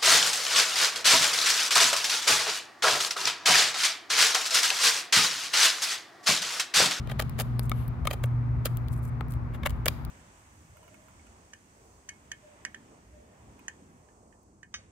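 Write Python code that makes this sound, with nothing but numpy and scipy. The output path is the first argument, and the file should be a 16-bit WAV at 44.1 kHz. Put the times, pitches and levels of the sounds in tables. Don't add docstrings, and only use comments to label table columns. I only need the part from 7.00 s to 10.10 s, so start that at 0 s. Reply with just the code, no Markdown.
import sys
import numpy as np
from scipy import signal
from scipy.fft import rfft, irfft, next_fast_len
from scipy.io import wavfile
from scipy.ndimage import map_coordinates

SR = 44100
rng = np.random.default_rng(int(sys.argv[2]) if len(sys.argv) > 2 else 0)


def persist_wave(psi):
    counts = np.round(np.clip(psi, -1, 1) * 32767).astype(np.int16)
    wavfile.write(sys.argv[1], SR, np.atleast_2d(counts).T)


N = 136710


def amp(db):
    return 10 ** (np.asarray(db) / 20)


def unit(x):
    return x / np.sqrt(np.mean(x ** 2) + 1e-20)


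def along(points, hz):
    point_hz, value = np.transpose(points)
    return np.interp(np.log(hz + 1), np.log(point_hz + 1), value)


def curve(points):
    return np.interp(np.arange(N) / SR, *np.transpose(points))


def filtered(x, response):
    n = x.shape[-1]
    padded_n = next_fast_len(n + 4096)
    spectrum = rfft(x, padded_n) * response(np.fft.rfftfreq(padded_n, 1 / SR))
    return irfft(spectrum, padded_n)[..., :n]


def colour(points):
    return lambda hz: amp(along(points, hz))


def resonances(modes, pitch_ratio):
    def response(hz):
        total = 0
        for k, (centre_hz, width_hz, level_db) in enumerate(modes):
            damping = 1j * hz * width_hz
            stiffness = (centre_hz * pitch_ratio) ** 2
            total = total + (-1) ** k * amp(level_db) * damping / (stiffness - hz * hz + damping)
        return total
    return response


def pan(left_right_db):
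    return unit(amp([[left_right_db / 2], [-left_right_db / 2]]))


def spread(pair, alike):
    turn = np.arccos(np.clip(alike, -1, 1)) / 2
    mid = np.cos(turn) * pair[0]
    side = np.sin(turn) * pair[1]
    return np.array([mid + side, mid - side])


def cracks(n, per_s, spread_db):
    size = amp(spread_db * np.minimum(rng.exponential(size=n), 3))
    happens = rng.random(n) < per_s / SR
    return rng.standard_normal((2, n)) * size * happens


def wobble(turns_per_s):
    points = rng.standard_normal(int(N * turns_per_s / SR) + 4)
    return map_coordinates(points, [np.arange(N) * turns_per_s / SR])


def add(track, start_s, sound):
    i = max(round(start_s * SR), 0)
    track[:, i:i + sound.shape[1]] += sound[:, :N - i]


# (time_s, pitch_hz)
ENGINE_PITCH = [(0, 121.9), (1.5, 120), (3.1, 119)]
# (time_s, level_db)
ENGINE_LEVEL = [(0, -38.5), (.35, -36), (.62, -28.5), (.85, -36), (1.05, -42), (1.25, -27), (1.5, -29.5),
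                (1.9, -34.5), (2.5, -34), (2.7, -60), (2.83, -33), (3.1, -59)]
OCTAVE_LEVEL = [(0, -58.5), (.5, -47.5), (1.3, -49.5), (1.7, -48), (3.1, -49)]
FLUTTER_DB, FLUTTER_TURNS_PER_S = 1.3, 30
DRONE_HZ, DRONE_DB, DRONE_END_S, DRONE_FADE_S = 219.5, -47, 0.82, 0.11


def engine():
    t = np.arange(N) / SR
    phase = 2 * np.pi * np.cumsum(curve(ENGINE_PITCH)) / SR
    flutter_db = FLUTTER_DB * wobble(FLUTTER_TURNS_PER_S)
    hum = amp(curve(ENGINE_LEVEL) + flutter_db) * np.sin(phase)
    octave = amp(curve(OCTAVE_LEVEL)) * np.sin(2 * phase)
    drone_fade = np.clip((DRONE_END_S - t) / DRONE_FADE_S, 0, 1)
    drone = amp(DRONE_DB) * drone_fade * np.sin(2 * np.pi * DRONE_HZ * t)
    return np.sqrt(2) * (hum + octave + drone)


# (freq_hz, likeness_0_to_1)
AIR_ALIKE = [(30, 0.2), (60, 0.64), (130, 0.69), (500, 0.52), (1200, 0.06), (10000, 0.026)]


def wash(points):
    hz = np.fft.rfftfreq(N, 1 / SR)
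    noise = spread(rfft(rng.standard_normal((2, N))), along(AIR_ALIKE, hz))
    return unit(irfft(noise * amp(along(points, hz)), N))


# (freq_hz, relative_db)
RUMBLE_COLOUR = [(22, -31), (40, 1), (60, 10), (80, 6.5), (105, -2), (138, 6), (185, -9), (260, -10.5),
                 (380, -44), (1500, -110)]
AIR_COLOUR = [(150, -10.5), (300, 2), (500, -7), (1200, -4.5), (1700, -13.5), (2300, -16.5), (3000, -30.5),
              (6500, -39.5), (9000, -45)]
BREEZE_COLOUR = [(1200, -33), (2800, 7), (4200, 1), (6000, -8), (15000, -18)  ]
RUMBLE_DB, RUMBLE_SWELL_DB, RUMBLE_TURNS_PER_S = -33.5, 1, 17
AIR_DB, BREEZE_START_DB, BREEZE_FADE_DB_PER_S = -47.5, -63, 10.5


def air():
    rumble_db = RUMBLE_DB + RUMBLE_SWELL_DB * wobble(RUMBLE_TURNS_PER_S)
    rumble = amp(rumble_db) * wash(RUMBLE_COLOUR)
    breeze_db = BREEZE_START_DB - BREEZE_FADE_DB_PER_S * np.arange(N) / SR
    breeze = amp(breeze_db) * wash(BREEZE_COLOUR)
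    return pan(3.14) * (rumble + amp(AIR_DB) * wash(AIR_COLOUR) + breeze)


# (peak_s, width_s, thud_db, ring_db, splinter_db)
TEARS = [(0.074, 0.0018, -39.5, -43, -46), (0.099, 0.0093, -46.5, -39, -49.5),
         (0.116, 0.0098, -40.5, -39, -43), (0.197, 0.0068, -32.5, -26.5, -31),
         (0.201, 0.002, -29, -29, -24.5), (0.213, 0.0051, -47, -39, -39), (0.223, 0.0039, -38, -37.5, -34),
         (0.391, 0.0098, -39, -38.5, -35), (0.4, 0.0033, -36, -40, -24.5), (0.408, 0.012, -39.5, -37, -30),
         (1.054, 0.0041, -36, -37, -41), (1.073, 0.0033, -36, -22.5, -25.5),
         (1.111, 0.0065, -34, -31, -33.5), (1.134, 0.0094, -38.5, -40.5, -35),
         (1.239, 0.0054, -35.5, -34, -35), (1.657, 0.0054, -32.5, -36.5, -23),
         (1.664, 0.012, -61, -36, -36), (2.549, 0.02, -55, -48.5, -54), (2.635, 0.0038, -47, -34.5, -51),
         (2.662, 0.0086, -31.5, -23.5, -31.5), (2.671, 0.003, -50, -30.5, -32.5),
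         (2.697, 0.004, -51, -48, -40), (2.706, 0.0035, -52, -46, -39), (2.8586, 0.0025, -32, -28, -19.5),
         (2.864, 0.0042, -28.5, -27, -31), (2.883, 0.0045, -36.5, -24, -17.5)]
# (from_s, thud_pitch_ratio, ring_pitch_ratio, bite_db)
GRIPS = [(0, 1.1, 1.01, -8), (.35, 1.04, .99, -10), (1, 1.04, 1.03, -11), (1.2, .96, .89, -16),
         (1.6, .86, 1.04, -10), (2.5, 1, .91, -12), (2.8, .93, .94, -14), (2.875, .97, 1.01, -7.5)]
# (centre_hz, width_hz, relative_db)
THUD_MODES = [(429, 178, -3.5), (592, 143, 3), (766, 160, -5)]
RING_MODES = [(1192, 154, 4), (1822, 270, 0.5), (2400, 230, 0), (3100, 184, -1), (3780, 430, -6)]
# (centre_hz, width_hz, relative_db)
BITE_MODES = [(3020, 330, 4), (4890, 840, -1)]
# (freq_hz, relative_db)
SPLINTER_COLOUR = [(2500, 1), (4200, -4.5), (4800, -13), (5500, -11), (6500, 4), (8500, -1), (12000, 6),
                   (15500, 2)]
# (freq_hz, left_right_db)
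CUT_LEAN = [(500, -1.5), (1300, 4.5), (2400, 2.5), (3300, 3), (4700, -2), (6300, -4), (8200, 7.5),
            (11000, 5), (14000, 1)]
CRACKS_PER_S, CRACK_SPREAD_DB = 7500, 3.5
RISE, FALL = 0.43, 0.51
SWELL_ROUNDNESS = 1.07
THUD_GAIN_DB, RING_GAIN_DB, SPLINTER_GAIN_DB = 1.5, -1, -3


def cuts():
    out = np.zeros((2, N))
    t = np.arange(-SR // 32, SR // 16) / SR
    for peak_s, width_s, thud_db, ring_db, splinter_db in TEARS:
        _, thud_pitch, ring_pitch, bite_db = [row for row in GRIPS if row[0] <= peak_s][-1]
        side_share = np.where(t < 0, RISE, FALL)
        swell = np.exp(-np.abs(t / side_share / width_s) ** SWELL_ROUNDNESS)
        layers = [  # response, level_db, left-right likeness
            (resonances(THUD_MODES, thud_pitch), thud_db + THUD_GAIN_DB, .93),
            (resonances(RING_MODES, ring_pitch), ring_db + RING_GAIN_DB, .7),
            (resonances(BITE_MODES, 0.99), splinter_db + bite_db, 0),
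            (colour(SPLINTER_COLOUR), splinter_db + SPLINTER_GAIN_DB, -.15)]
        width_gain = np.sqrt(width_s * SR / len(t))
        for response, level_db, alike in layers:
            grains = spread(cracks(len(t), CRACKS_PER_S, CRACK_SPREAD_DB), alike)
            burst = unit(filtered(grains * swell, response))
            add(out, peak_s + t[0], amp(level_db) * burst * width_gain)
    return filtered(out, lambda hz: amp(np.outer([.5, -.5], along(CUT_LEAN, hz))))


# (freq_hz, t60_s)
TREE_DECAY = [(300, .9), (3000, 0.73), (8000, 0.49)]
TREES_DB, NEAR_DB, NEAR_T60_S = -23.5, -13.5, 0.017


def echoes(x):
    hz, t, cells = signal.stft(rng.standard_normal((2, SR)), SR, nperseg=256)
    decay = amp(-60 * t / along(TREE_DECAY, hz)[:, None])
    far = signal.istft(cells * decay, SR, nperseg=256)[1][:, :SR]
    t = np.arange(SR) / SR
    near = rng.standard_normal((2, SR)) * amp(-60 * t / NEAR_T60_S) * (t > .002)
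    tail = amp(TREES_DB) * unit(far) + amp(NEAR_DB) * unit(near)
    return signal.fftconvolve(x, tail / np.sqrt(SR), axes=1)[:, :N]


# (start_s, level_db, left_right_db)
CHIPS = [(.2960, -40, 4), (.5945, -28, 9.5), (.6964, -33, 3), (0.881, -45, 12), (1.7715, -35.5, 14),
         (1.8845, -42, 7), (1.937, -49.5, 22), (2.033, -53, 13), (2.284, -50, 10), (2.308, -56, -14),
         (2.322, -44, 5), (2.338, -45.5, 5), (3.0504, -40, 4)]
# (freq_hz, relative_db)
CHIP_COLOUR = [(800, -2), (2400, -7), (4200, -4), (6000, -18), (12000, 0), (16000, -1.5)]
TICK_T60_S, TICK_GAIN_DB = 0.0031, 11.5


def ticks():
    out = np.zeros((2, N))
    t = np.arange(SR // 50) / SR
    for start_s, level_db, left_right_db in CHIPS:
        snap = unit(filtered(rng.standard_normal((2, len(t))), colour(CHIP_COLOUR)))
        decay = amp(level_db + TICK_GAIN_DB - 60 * t / TICK_T60_S)
        add(out, start_s, pan(left_right_db) * decay * snap)
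    return out


# (start_s, length_s, level_db)
RUSTLES = [(0.416, 0.011, -45), (0.616, 0.048, -58.5), (1.247, 0.02, -57), (1.901, 0.092, -64),
           (1.927, 0.011, -52), (2.026, 0.068, -61.5), (2.301, 0.054, -58.5)]
# (freq_hz, relative_db)
RUSTLE_COLOUR = [(600, -19), (2500, -15), (5000, -11.5), (8000, -2), (12000, 0), (16000, -9)]
GRAINS_PER_S, GRAIN_SPREAD_DB, RUB_EDGE_S, RUB_LEAN_DB = 2500, 2.5, .014, 4
SNAG_TURNS_PER_S, SNAG_DB = 260, 6.5


def rubs():
    t = np.arange(N) / SR
    level = np.zeros(N)
    for start_s, length_s, level_db in RUSTLES:
        edge_distance_s = np.minimum(t - start_s, start_s + length_s - t)
        level += amp(level_db) * np.clip(edge_distance_s / RUB_EDGE_S + .5, 0, 1)
    snags = amp(SNAG_DB * np.minimum(wobble(SNAG_TURNS_PER_S), 2))
    grains = filtered(cracks(N, GRAINS_PER_S, GRAIN_SPREAD_DB), colour(RUSTLE_COLOUR))
    return pan(RUB_LEAN_DB) * level * unit(snags * grains)


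# (start_s, level_db, tilt_db_per_octave)
LANDINGS = [(0.717, -24, -0.5), (1.073, -24.5, 3.5), (2.2090, -29, -6.5)]
# (freq_hz, relative_db, t60_s)
LANDING_MODES = [(407, -10, 0.013), (746, -0.5, 0.0089), (1275, 0.5, 0.017), (1700, -10, 0.0061),
                 (2236, -4, 0.012), (3580, -12, 0.011)]
KNOCK_GAIN_DB, KNOCK_ATTACK_S, CLICK_DB, CLICK_T60_S = 9.5, 0.0015, -7, 0.0024


def knocks():
    out = np.zeros((2, N))
    t = np.arange(SR // 16) / SR
    attack = 1 - np.exp(-t / KNOCK_ATTACK_S)
    click_colour = colour([(3300, 1), (5500, -16.5), (15000, -20)])
    for start_s, level_db, tilt_db in LANDINGS:
        ring = np.zeros(len(t))
        for hz, mode_db, t60_s in LANDING_MODES:
            decay_db = mode_db + tilt_db * np.log2(hz / 1000) - 60 * t / t60_s
            ring += amp(decay_db) * np.sin(2 * np.pi * hz * t)
        click_noise = unit(filtered(rng.standard_normal((2, len(t))), click_colour))
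        click = amp(CLICK_DB - 60 * t / CLICK_T60_S) * click_noise
        add(out, start_s, pan(5.5) * amp(level_db + KNOCK_GAIN_DB) * (ring * attack + click))
    return out


# (freq_hz, relative_db)
EDGE_COLOUR = [(1200, -31), (2700, 6.5), (5500, -9), (10000, -7), (11600, 7), (13000, -9), (16000, -11)]
SLIDE_PEAK_S, SLIDE_WIDTH_S, SLIDE_DB = 0.796, 0.066, -57.5


def slide():
    swell = np.exp(-((np.arange(N) / SR - SLIDE_PEAK_S) / SLIDE_WIDTH_S) ** 2)
    hiss = unit(filtered(rng.standard_normal((2, N)), colour(EDGE_COLOUR)))
    return pan(5.5) * amp(SLIDE_DB) * swell * hiss


def scene():
    carving = cuts() + ticks() + rubs() + knocks() + slide()
    return engine() + air() + carving + echoes(carving)


TOP_HZ = 15900


def record(dry):
    return filtered(dry, lambda hz: 1 / np.sqrt(1 + (hz / TOP_HZ) ** 160))


dry = scene()
out = record(dry)
persist_wave(out)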